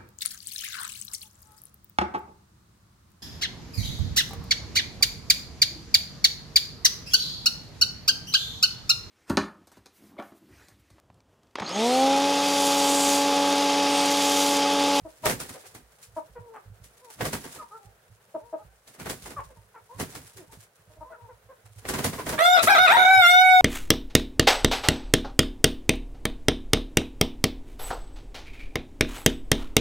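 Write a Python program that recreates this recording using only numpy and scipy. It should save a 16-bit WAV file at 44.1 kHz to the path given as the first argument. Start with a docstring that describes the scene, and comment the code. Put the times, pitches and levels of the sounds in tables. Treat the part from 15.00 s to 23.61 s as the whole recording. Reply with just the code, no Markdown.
"""From the start, dull footfalls (struck low modes), soft clucks and yelps (pulse tones through a throat
resonance) and flurries of wingbeats (enveloped noise and damped hollow smacks) are heard: two roosters fight in
a low shed. Feathers rustle (crackling noise) throughout; hens also whine softly between the bouts, and at 3.7 s
a distant rooster calls faintly. Near the end a rooster crows close by (summed partials), hoarse at first, then
on one clear note still held as the scene stops. Short echoes answer the birds' voices and feathers, over faint
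outdoor air (coloured noise)."""
import sys
import numpy as np
from scipy import signal
from scipy.fft import rfft, irfft, next_fast_len
from scipy.io import wavfile
from scipy.ndimage import uniform_filter1d, minimum_filter1d

SR = 44100
rng = np.random.default_rng(int(sys.argv[2]) if len(sys.argv) > 2 else 0)


def to_wav(sig):
    """Store sig (one row per channel, or 1-D mono) as 16-bit WAV at the path in sys.argv[1].

    Samples outside -1..1 are clipped; the rate is SR.
    """
    pcm = np.clip(np.atleast_2d(sig), -1, 1) * 32767
    pcm = np.round(pcm).astype(np.int16)
    wavfile.write(sys.argv[1], SR, pcm.T)  # frames by channels


N = 379686
TIME = np.arange(N) / SR

# All levels and gains in the tables are relative.
# noise spectrum of the outdoor air: (frequency [Hz], level [dB])
AIR_SPECTRUM = [(30, -26), (60, -12), (110, 1.5), (200, -5.5), (290, -18), (450, 0), (800, -6),
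                (1100, -8.5), (1500, -6), (2200, -13), (5000, -21.5), (15000, -20.5)]
# likeness of left and right noise: (frequency [Hz], correlation [-1 to 1])
SIDE_LIKENESS = [(60, 0.95), (250, 0.97), (700, 0.62), (1500, 0.042), (4000, 0.021), (12000, 0.04)]
# left minus right level of the noise: (frequency [Hz], difference [dB])
SIDE_BALANCE = [(60, -1), (300, -4), (1000, 1.5), (4000, -3.5), (12000, 1.5)]
# wall echoes: (delay [s], left gain [dB], right gain [dB])
WALL_ECHOES = [(.0043, -14, -19), (.0079, -19, -13), (.0137, -14, -18), (.0191, -19, -15),
               (.0322, -12, -13)]
# low clucks of the hens: (time [s], level [dB], throat resonance [Hz])
HEN_CLUCKS = [(0.047, -40, 526), (0.233, -32, 780), (1.163, -30.5, 757), (3.342, -31.5, 640),
              (3.526, -31, 640), (4.56, -58.5, 890), (5.895, -58, 650), (5.96, -57, 560), (6.006, -42, 810),
              (7.33, -35.5, 664)]
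# short falling yelps: (time [s], pitch [Hz], level [dB], throat resonance [Hz], roughness [0-1])
HEN_YELPS = [(0.539, 569, -46, 560, 0.67), (1.353, 512, -43.5, 640, 0.31), (1.538, 475, -42.5, 1050, 0.56),
             (2.584, 660, -43, 1250, 0.19), (2.605, 530, -46, 1020, .1), (4.363, 610.5, -34.5, 1160, 0.18),
             (4.378, 490.3, -43, 910, 0.68), (4.49, 584, -54, 555, 0.55), (4.742, 497, -47.5, 1110, 0.44),
             (6.098, 677, -46, 593, 0.37), (6.118, 495, -48, 1450, 0.23), (6.283, 536, -49.5, 724, 0.28),
             (6.488, 563, -47.5, 710, 0.24), (7.178, 569, -38.5, 1080, 0.45)]
# soft whines of the hens, plus one faint call of a distant rooster (the row at 3.682 s): (time [s], length [s],
# pitch [Hz], fall [share of pitch], level [dB], throat resonance [Hz])
WHINES_AND_FAR_CALL = [(1.382, 0.24, 511, 0.25, -51.5, 624), (2.01, 0.12, 509, 0.18, -53, 770),
                       (2.634, 0.12, 504, 0.16, -60, 980), (2.709, 0.084, 423, -0.041, -45.5, 1250),
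                       (2.763, 0.17, 410.5, .055, -58.5, 770), (3.398, 0.14, 451.4, -0.07, -56.5, 755),
                       (3.586, 0.049, 411, -0.018, -52, 1040), (4.891, 0.086, 444, -0.27, -49, 870),
                       (5.359, .094, 438, 0.45, -51.5, 420), (3.682, 0.074, 772, .01, -69, 1540),
                       (5.489, 0.056, 456, 0.034, -57.5, 900), (6.038, 0.093, 523, 0.043, -51.5, 1000),
                       (6.151, .17, 492, 0.13, -54, 810)]
# three crowed notes, one pitch curve each: (time [s], pitch [Hz])
CROW_PITCH_CURVES = [
    [(7.378, 584), (7.43, 688.6), (7.475, 717.5), (7.555, 734.5), (7.615, 584)],
    [(7.668, 590), (7.697, 805), (7.73, 800), (7.775, 630), (7.797, 735), (7.848, 742), (7.885, 610),
     (7.942, 965), (7.985, 930)],
    [(7.96, 723.1), (8.13, 764.3), (8.18, 751.4), (8.255, 691.2), (8.31, 722.1), (8.44, 745), (8.52, 740.8),
     (8.9, 713)],
]
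# one entry for each crowed note: level [dB]
CROW_NOTE_LEVELS = [-16.5, -13.5, -13]
# overtone levels: (time [s], second partial [dB], third partial [dB], higher partials [dB])
CROW_OVERTONE_LEVELS = [(7.378, 0, 7.5, 2.5), (7.47, -2.5, -11.5, 0.5), (7.72, 4.5, -0.5, 3),
                        (7.9, 4.5, 0, 2.5), (8.14, 0, -4.5, -3.5), (8.3, 7, 6.5, 10.5),
                        (8.371, 0, -0.5, -2.5), (8.6, -6.5, -1, -7.5)]
# throat and beak response of the crow: (frequency [Hz], level [dB])
CROW_THROAT_RESPONSE = [(550, -8), (740, -0.5), (1450, 0), (1850, -8.5), (2250, -2), (2500, -6.5),
                        (2950, -30), (3650, -6), (4400, -34.5), (5200, -26), (6500, -34), (8200, -31.5),
                        (9600, -39.5), (11000, -32), (15500, -38.5)]
# phase lead of the left side over the right in the crow: (frequency [Hz], lead [rad])
CROW_LEFT_LEAD = [(740, 0.1), (1480, -2.5), (2220, -0.5), (3700, 0.7), (5200, -1.5), (9000, 2)]
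# heaviest footfalls: (time [s], level [dB])
HEAVY_STEPS = [(0.016, -45), (0.721, -56), (1.068, -52), (1.295, -50), (1.388, -47), (1.659, -46),
               (1.699, -40), (1.799, -46), (2.85, -49.5), (3.646, -42.5), (4.222, -43), (4.37, -40.5),
               (4.451, -44.5), (4.57, -47), (4.947, -46.5), (5.477, -46.5), (5.57, -46.5), (6.219, -47.5),
               (3.1, -50.5), (5.23, -54), (5.875, -51), (5.972, -51), (6.44, -52), (6.64, -53),
               (6.759, -44.5), (7.8, -40), (7.95, -46), (8.16, -40)]
# single shifts of the feathers: (time [s], level [dB])
FEATHER_SHUFFLES = [(0.084, -52), (0.555, -50), (0.65, -50.5), (0.98, -56), (1.97, -52.5), (2.04, -53.5),
                    (2.098, -49), (2.52, -46.5), (2.82, -58), (3.2, -62), (3.94, -50.5), (5.085, -46),
                    (5.6, -54.5), (5.75, -63), (6.65, -55), (6.78, -49)]
# wingbeats and kicks: (time [s], slap level [dB], feather hiss level [dB])
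WING_STROKES = [(0.255, -20, -24.5), (0.294, -27, -28.5), (0.399, -38, -34.5), (0.489, -42.5, -42),
                (0.746, -46, -46), (1.026, -105, -47.5), (1.839, -59, -50), (2.205, -27, -42.5),
                (2.25, -29, -31.5), (2.329, -30.5, -32.5), (2.44, -41, -43), (2.556, -45.5, -52),
                (3.873, -56.5, -49), (3.996, -38, -44), (4.056, -33.5, -43), (4.094, -34, -32.5),
                (4.255, -42.5, -44), (4.302, -42.5, -48.5), (4.996, -29.5, -33), (5.149, -40.5, -42),
                (5.369, -50.5, -46), (5.52, -51.5, -49.5), (6.849, -37, -57), (6.886, -29.5, -29.5),
                (6.936, -28, -35.5), (6.983, -29, -35.5), (7.041, -24, -25.5), (7.128, -34.5, -42),
                (7.186, -33, -46), (7.263, -31, -39), (7.289, -30, -31.5), (7.323, -29, -41),
                (7.628, -26.5, -20.5)]
# noise spectrum of the air a wing shoves: (frequency [Hz], level [dB])
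THUD_SPECTRUM = [(30, -18), (60, -0.5), (120, 1.5), (250, -1.5), (400, -8.5), (800, -31), (2000, -25.5)]
# noise spectrum of a wing slap: (frequency [Hz], level [dB])
SLAP_SPECTRUM = [(150, -18.5), (400, 4.5), (650, 0.5), (1200, -2.5), (2000, -3.5), (3000, -11.5),
                 (6000, -17.5), (15000, -29)]
# noise spectrum of feathers: (frequency [Hz], level [dB])
FEATHER_SPECTRUM = [(500, -18.5), (1500, -2), (2500, -4), (4200, -3.5), (6500, -2), (10000, 0), (13000, -8),
                    (16000, -8.5)]

CUTOFF_HZ = 15800
# fall: share of the pitch lost by the end
CLUCK_S, CLUCK_HZ, CLUCK_FALL, CLUCK_ROUGH = 0.035, 327.4, 0.098, 0.22
YELP_S, YELP_FALL = 0.048, 0.154
WHINE_ROUGH = 0.14
CROW_ATTACK_S, CROW_RELEASE_S = 0.011, 0.048
CROW_SETTLE = .13   # decay constant of the hoarse start, as a share of the note
CROW_FRAY_S = 0.057   # growth constant of the hoarseness towards a note's end
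CROW_SWAY_HZ_PER_S = 620   # a glide this fast brings the sway of the partials to its most
CROW_BREAK_HZ_PER_S = 5760   # a glide this fast breaks the voice up entirely
LIGHT_STEP_S = .26   # mean spacing of the light steps, which go on throughout
LIGHT_STEP_DB, LIGHT_STEP_SPREAD_DB = -58.5, 1.5
RUSTLE_DB, RUSTLE_RISE_S, RUSTLE_T60_S = -17.5, 0.34, 0.71   # level is against the feather hiss of a beat
RUSTLE_LIMIT_DB = -50   # fully ruffled plumage
FIDGET_DB = -69   # birds that only stand and shift
THUD_DB, THUD_LIMIT_DB = -4, -27.5   # level against the slap, and the most that a wing can give
PAT_DB, PAT_SPAN_S, PAT_CYCLES = 0.5, .03, 14.3   # cycles: count in which a smack decays by 60 dB


def from_db(db):
    """Logarithmic level: convert decibels to amplitude gain."""
    return 10 ** (np.asarray(db) / 20)


def rms_one(x):
    """Normalisation: scale to unit mean power."""
    return x / np.sqrt(np.mean(x ** 2) + 1e-20)


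def at_hz(points, hz):
    """Spectral interpolation: read a curve on a log-frequency axis."""
    f, value = np.transpose(points)
    return np.interp(np.log(hz), np.log(f), value)


def filtered(x, hz, kind):
    """Linear filtering: a Butterworth section of design order 2."""
    sections = signal.butter(2, hz, kind, fs=SR, output="sos")
    return signal.sosfilt(sections, x + 1e-18)


def wander(hz, count=N):
    """Band-limited chance: low-passed Gaussian noise of spread about 1."""
    # the first second lets the filter settle
    return rms_one(filtered(rng.standard_normal(count + SR), hz, "low"))[SR:]


def panned(x, pan_db):
    """Interaural level difference: place a sound by left minus right level."""
    return x * from_db(np.array([[.5], [-.5]]) * pan_db)


def placed(x, s):
    """Time shift: set a short sound at its moment in the scene."""
    return np.concatenate([np.zeros(int(s * SR)), x, np.zeros(N)])[:N]


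def noise(spectrum):
    """Spectral shaping: coloured stereo noise of rms 1, its sides correlated in the bass."""
    size = next_fast_len(N)
    hz = np.maximum(np.fft.rfftfreq(size, 1 / SR), 1)
    mid, side = rfft(rng.standard_normal((2, size)))
    alike = np.clip(at_hz(SIDE_LIKENESS, hz), -1, 1)
    pair = np.sqrt(1 + alike) * mid + np.sqrt(1 - alike) * side * [[1], [-1]]
    bass_cut = hz ** 2 / (hz ** 2 + 25 ** 2)
    colour = from_db(at_hz(spectrum, hz)) * bass_cut
    balanced = panned(pair * colour, at_hz(SIDE_BALANCE, hz))
    return rms_one(irfft(balanced, size)[:, :N])


def strokes(times, levels_db, rise, t60):
    """Energy superposition: blows swell briefly, then decay exponentially; their powers add."""
    power = np.zeros(N)
    for s, db in zip(times, levels_db):
        near = slice(max(int((s - 2 * rise) * SR), 0), int((s + rise + t60) * SR))
        t = TIME[near] - s - rise / 2
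        drop_db = np.maximum(-20 * t / rise, 60 * t / t60)
        power[near] += from_db(2 * (db - drop_db))
    return np.sqrt(power)


def crackle(depth_db, grain_hz):
    """Random amplitude modulation: quills snap past each other, breaking a hiss into tiny grains."""
    return rms_one(from_db(depth_db * np.clip(wander(grain_hz), -2.5, 2.5)))


def shed(x, wet_db, echo_db, t60=0.19, damping_hz=6000):
    """Reflection by convolution: distinct echoes from the near walls and a short dull tail."""
    t = TIME[:SR // 2]
    tail = rng.standard_normal((2, len(t))) * from_db(-60 * t / t60) * np.minimum(t / 0.0079, 1)
    tail = tail / np.sqrt(np.sum(tail ** 2) / 2)
    response = filtered(tail, damping_hz, "low") * from_db(wet_db)
    for delay, left_db, right_db in WALL_ECHOES:
        response[:, int(delay * SR)] += from_db(np.array([left_db, right_db]) + echo_db)
    return x + signal.fftconvolve(x, response, axes=1)[:, :N]


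def outdoor_air():
    """Broadband background: steady coloured noise with a slightly wavering level."""
    return from_db(-63.0 + 1.6 * wander(12.0)) * noise(AIR_SPECTRUM)


def hen_call(s, length, start_hz, fall, db, throat_hz, rough, width_hz=330, jitter=0.12, rasp=0.8,
             skirt_db=-20, top_hz=1700):
    """Source-filter principle: a gliding pulse tone in one throat resonance, shaken in pitch and strength."""
    order = np.arange(1, 10)[:, None]
    count = int(length * SR)
    u = np.linspace(0, 1, count)
    arch = 1 + 0.045 * (np.sin(np.pi * u) - .7)   # pitch arches with the push
    pitch = start_hz * (1 - fall * u) * arch
    pitch = pitch * (1 + 0.016 * wander(20.4, count=count))
    shaken = pitch * (1 + jitter * rough * wander(178, count=count))
    phase = 2 * np.pi * np.cumsum(shaken) / SR
    hz = order * pitch
    throat = 1 / (1 + (2 * (hz - throat_hz) / width_hz) ** 2) + from_db(skirt_db)
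    throat = throat / (1 + (hz / (top_hz * (0.55 + rough))) ** 6)   # a rougher call is also brighter
    voice = np.sum(throat * np.sin(order * phase), axis=0)
    voice = voice * (1 + rasp * rough * wander(340, count=count))
    swell = np.abs(np.sin(np.pi * u ** .8)) ** .9
    return placed(from_db(db + 0.5) * rms_one(voice) * swell, s)


def hens_and_far_rooster():
    """Common source-filter model: clucks, yelps and whines come from the same kind of throat, and so does the
    faint call of a distant rooster."""
    clucks = sum(hen_call(s, CLUCK_S, CLUCK_HZ, CLUCK_FALL, db, throat_hz, CLUCK_ROUGH, skirt_db=-26)
                 for s, db, throat_hz in HEN_CLUCKS)
    yelps = sum(hen_call(s, YELP_S, hz, YELP_FALL, db, throat_hz, rough, skirt_db=-15, top_hz=2080)
                for s, hz, db, throat_hz, rough in HEN_YELPS)
    whines = sum(hen_call(*row, WHINE_ROUGH) for row in WHINES_AND_FAR_CALL)
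    return panned(filtered(clucks + yelps + whines, 210, "high"), pan_db=1.5)


def crow_note(curve, level_db, jitter=0.032, shake=0.44, half_tone=0.058, rasp_db=-13, sway_db=4, sway_hz=8):
    """Source-filter principle: the syrinx buzzes through throat and beak, its cycles unstable when hoarse."""
    s, curve_hz = np.transpose(curve)
    length = s[-1] - s[0]
    count = int(length * SR)
    age = np.arange(count) / SR
    pitch = np.interp(s[0] + age, s, curve_hz)
    glide = uniform_filter1d(np.abs(np.gradient(pitch)) * SR, size=900)   # Hz per s
    # a note is hoarse as it starts, ends or glides fast
    start = np.exp(-age / (CROW_SETTLE * length))
    end = np.exp((age - length) / CROW_FRAY_S)
    hoarse = np.minimum(start + end + glide / CROW_BREAK_HZ_PER_S, 1)
    moving = np.minimum(.5 + glide / CROW_SWAY_HZ_PER_S, 1.5)
    when, *overtones = np.transpose(CROW_OVERTONE_LEVELS)
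    second_db, third_db, higher_db = (np.interp(s[0] + age, when, c) for c in overtones)
    phase = 2 * np.pi * np.cumsum(pitch * (1 + jitter * hoarse * wander(106, count=count))) / SR
    voice, power = 0, 0
    for k in range(1, 22):
        hz = k * pitch
        opening_db = {1: 0, 2: second_db, 3: third_db}.get(k, higher_db)
        # the weak overtones are unsteady
        flicker_db = 4.5 * wander(9, count=count) + 2 * wander(45, count=count) + 1
        flicker_db = flicker_db * (k >= 4 and k != 5)
        gain = from_db(at_hz(CROW_THROAT_RESPONSE, hz) + opening_db + flicker_db) * (hz < SR / 2)
        gain = gain * (1 - 0.039 * hoarse * (k > 5))   # a hoarse voice loses some of its top
        # each partial reaches the two sides in a different, drifting phase
        drift = .5 * np.log(1 + k) * moving * wander(sway_hz, count=count)
        lag = (at_hz(CROW_LEFT_LEAD, hz) + drift) * np.array([[0], [1]])
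        # each throat resonance turns the phase further, which rounds the pulses
        partial = gain * np.sin(k * phase - lag - np.pi * k ** 2 / 4)
        # each partial sways between the sides on its own, more as its pitch sweeps
        voice = voice + panned(partial, sway_db * moving * wander(sway_hz, count=count))
        power = power + gain ** 2 / 2
    # sin(phase / 2) makes successive cycles alternate in strength
    stumble = 1 + hoarse * (shake * wander(79, count=count) + half_tone * np.sin(phase / 2))
    puffs = 1 + np.cos(phase)   # the breath noise pulses once a cycle
    rasp = from_db(rasp_db) * hoarse ** 2 * noise(CROW_THROAT_RESPONSE)[:, :count] * puffs
    rasp = rasp + from_db(-37) * hoarse * noise(FEATHER_SPECTRUM)[:, :count] * puffs   # airy top
    envelope = np.minimum(np.minimum(age / CROW_ATTACK_S, (length - age) / CROW_RELEASE_S), 1)
    sound = (voice / np.sqrt(power) * stumble + rasp) * from_db(level_db) * envelope
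    return np.array([placed(side, s[0]) for side in sound])


def crow():
    """Frequency modulation over time: a rising note, a cracked warbling one, then a long one that clears."""
    notes = sum(crow_note(curve, db) for curve, db in zip(CROW_PITCH_CURVES, CROW_NOTE_LEVELS))
    return filtered(panned(notes, pan_db=-0.26), 270, "high")


def steps(rise=0.024):
    """Modal excitation: footfalls, a few heavy and many light, set the low modes of the shed booming."""
    push, out = np.zeros(N), np.zeros(N)
    light_s = np.cumsum(LIGHT_STEP_S * (.5 + rng.random(size=50)))
    light_db = rng.normal(LIGHT_STEP_DB, LIGHT_STEP_SPREAD_DB, len(light_s))
    light = np.column_stack([light_s, light_db])
    s, db = np.vstack([HEAVY_STEPS, light[light_s < TIME[-1]]]).T
    at = (s * SR).astype(int)
    t = TIME[:SR // 2]
    # modes: (frequency [Hz], level [dB], decay time [s])
    for hz, level_db, t60 in [(57.6, -11.5, 0.41), (105.3, 1.5, 0.15), (147.0, 7.5, 0.036)]:
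        push[at] = from_db(db + level_db + rng.normal(0, 5.2, len(s)))
        ring = np.sin(2 * np.pi * hz * t) * from_db(-60 * t / t60) * np.minimum(t / rise, 1)
        out += signal.fftconvolve(push, ring)[:N]
    return panned(from_db(6.5) * filtered(out, 270, "low"), pan_db=-5.0)


def rustle(fidget_db=3, depth_db=2.5, scuff_db=3):
    """Friction noise: plumage rustles and feet scuff the dirt, settling slowly after each beat in little fits."""
    s, _, feather_db = np.transpose(WING_STROKES)
    ruffle_db = np.minimum(feather_db + RUSTLE_DB, RUSTLE_LIMIT_DB)
    ruffle = strokes(s, ruffle_db, rise=RUSTLE_RISE_S, t60=RUSTLE_T60_S)
    stir = np.hypot(ruffle, from_db(FIDGET_DB))
    stir = np.hypot(stir, strokes(*np.transpose(FEATHER_SHUFFLES), rise=0.015, t60=0.24))
    plumage = from_db(-1.5 + fidget_db * wander(15)) * noise(FEATHER_SPECTRUM)
    plumage = plumage * crackle(depth_db, grain_hz=204)
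    scuffs = from_db(-6.5 + scuff_db * wander(22)) * filtered(noise(SLAP_SPECTRUM), 360, "high")
    return stir * (plumage + scuffs)


def fluttering(spectrum, depth_db, rate_hz):
    """Independent band modulation: the colour of a noise changes as the feathers spread and fold."""
    rest, out = noise(spectrum), 0
    for hz in (500, 1200, 2800, 6000, 10500):
        band = signal.sosfiltfilt(signal.butter(2, hz, fs=SR, output="sos"), rest)
        rest = rest - band
        out = out + band * from_db(depth_db * wander(rate_hz))
    return rms_one(out + rest * from_db(depth_db * wander(rate_hz)))


def pats(times, levels_db, count=5):
    """Damped free vibration: a wing lands in a quick uneven run of hollow smacks, each with its own pitch."""
    out, t = np.zeros(N + SR), TIME[:SR // 10]
    for s, db in zip(times, levels_db):
        for k in range(count):
            hz = 380 * 6 ** rng.random()
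            at = int((s + 0.00303 + PAT_SPAN_S * rng.random() * k / count) * SR)
            decay = from_db(db + PAT_DB - k - 60 * t * hz / PAT_CYCLES)
            out[at:at + len(t)] += np.sin(2 * np.pi * hz * t) * decay
    return out[:N]


def wings():
    """Aerodynamic and impact noise: a beat shoves air (thud), hits the other bird (slap), drags feathers (hiss)."""
    s, slap_db, feather_db = np.transpose(WING_STROKES)
    thud_db = np.minimum(slap_db + THUD_DB, THUD_LIMIT_DB)
    grains = crackle(depth_db=1.3, grain_hz=402)
    thud = strokes(s, thud_db, rise=0.038, t60=0.27) * noise(THUD_SPECTRUM)
    crack = strokes(s + 0.0034, slap_db, rise=0.0026, t60=0.013)
    slap = np.hypot(crack, strokes(s, slap_db - 0.5, rise=0.02, t60=0.16))
    slap = slap * fluttering(SLAP_SPECTRUM, depth_db=2.5, rate_hz=84)
    flick = strokes(s + 0.00055, feather_db + 3.5, rise=0.009, t60=0.013)
    hiss = np.hypot(flick, strokes(s, feather_db - 0.5, rise=0.022, t60=0.17))
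    hiss = hiss * fluttering(FEATHER_SPECTRUM, depth_db=1.5, rate_hz=92)
    return thud + (slap + hiss) * grains + pats(s, slap_db)


def scene():
    """Superposition: the fight, the hens and the crow share the shed, over faint outdoor air."""
    air = outdoor_air()
    clucking = shed(hens_and_far_rooster(), wet_db=-3.5, echo_db=-5.5)
    call = shed(crow(), wet_db=-5, echo_db=-2)
    fight = shed(wings() + rustle(), wet_db=-16.5, echo_db=-6.0)
    return air + clucking + call + steps() + fight


def limiter(x, ceiling=.57, release_db_per_s=120):
    """Gain control: turn down just before a loud peak and recover slowly."""
    over_db = 20 * np.log10(np.maximum(np.abs(x).max(axis=0) / ceiling, 1))
    fall = release_db_per_s * TIME
    held_db = np.maximum.accumulate(over_db + fall) - fall
    lowest_db = minimum_filter1d(-held_db, size=90)
    return x * from_db(uniform_filter1d(lowest_db, size=90))


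def record(dry):
    """Peak limiting and band limiting: loud peaks are held down, then the top is cut steeply."""
    top_cut = signal.ellip(10, .1, 90, CUTOFF_HZ, fs=SR, output="sos")
    return signal.sosfilt(top_cut, limiter(dry))


dry = scene()
out = record(dry)
to_wav(out)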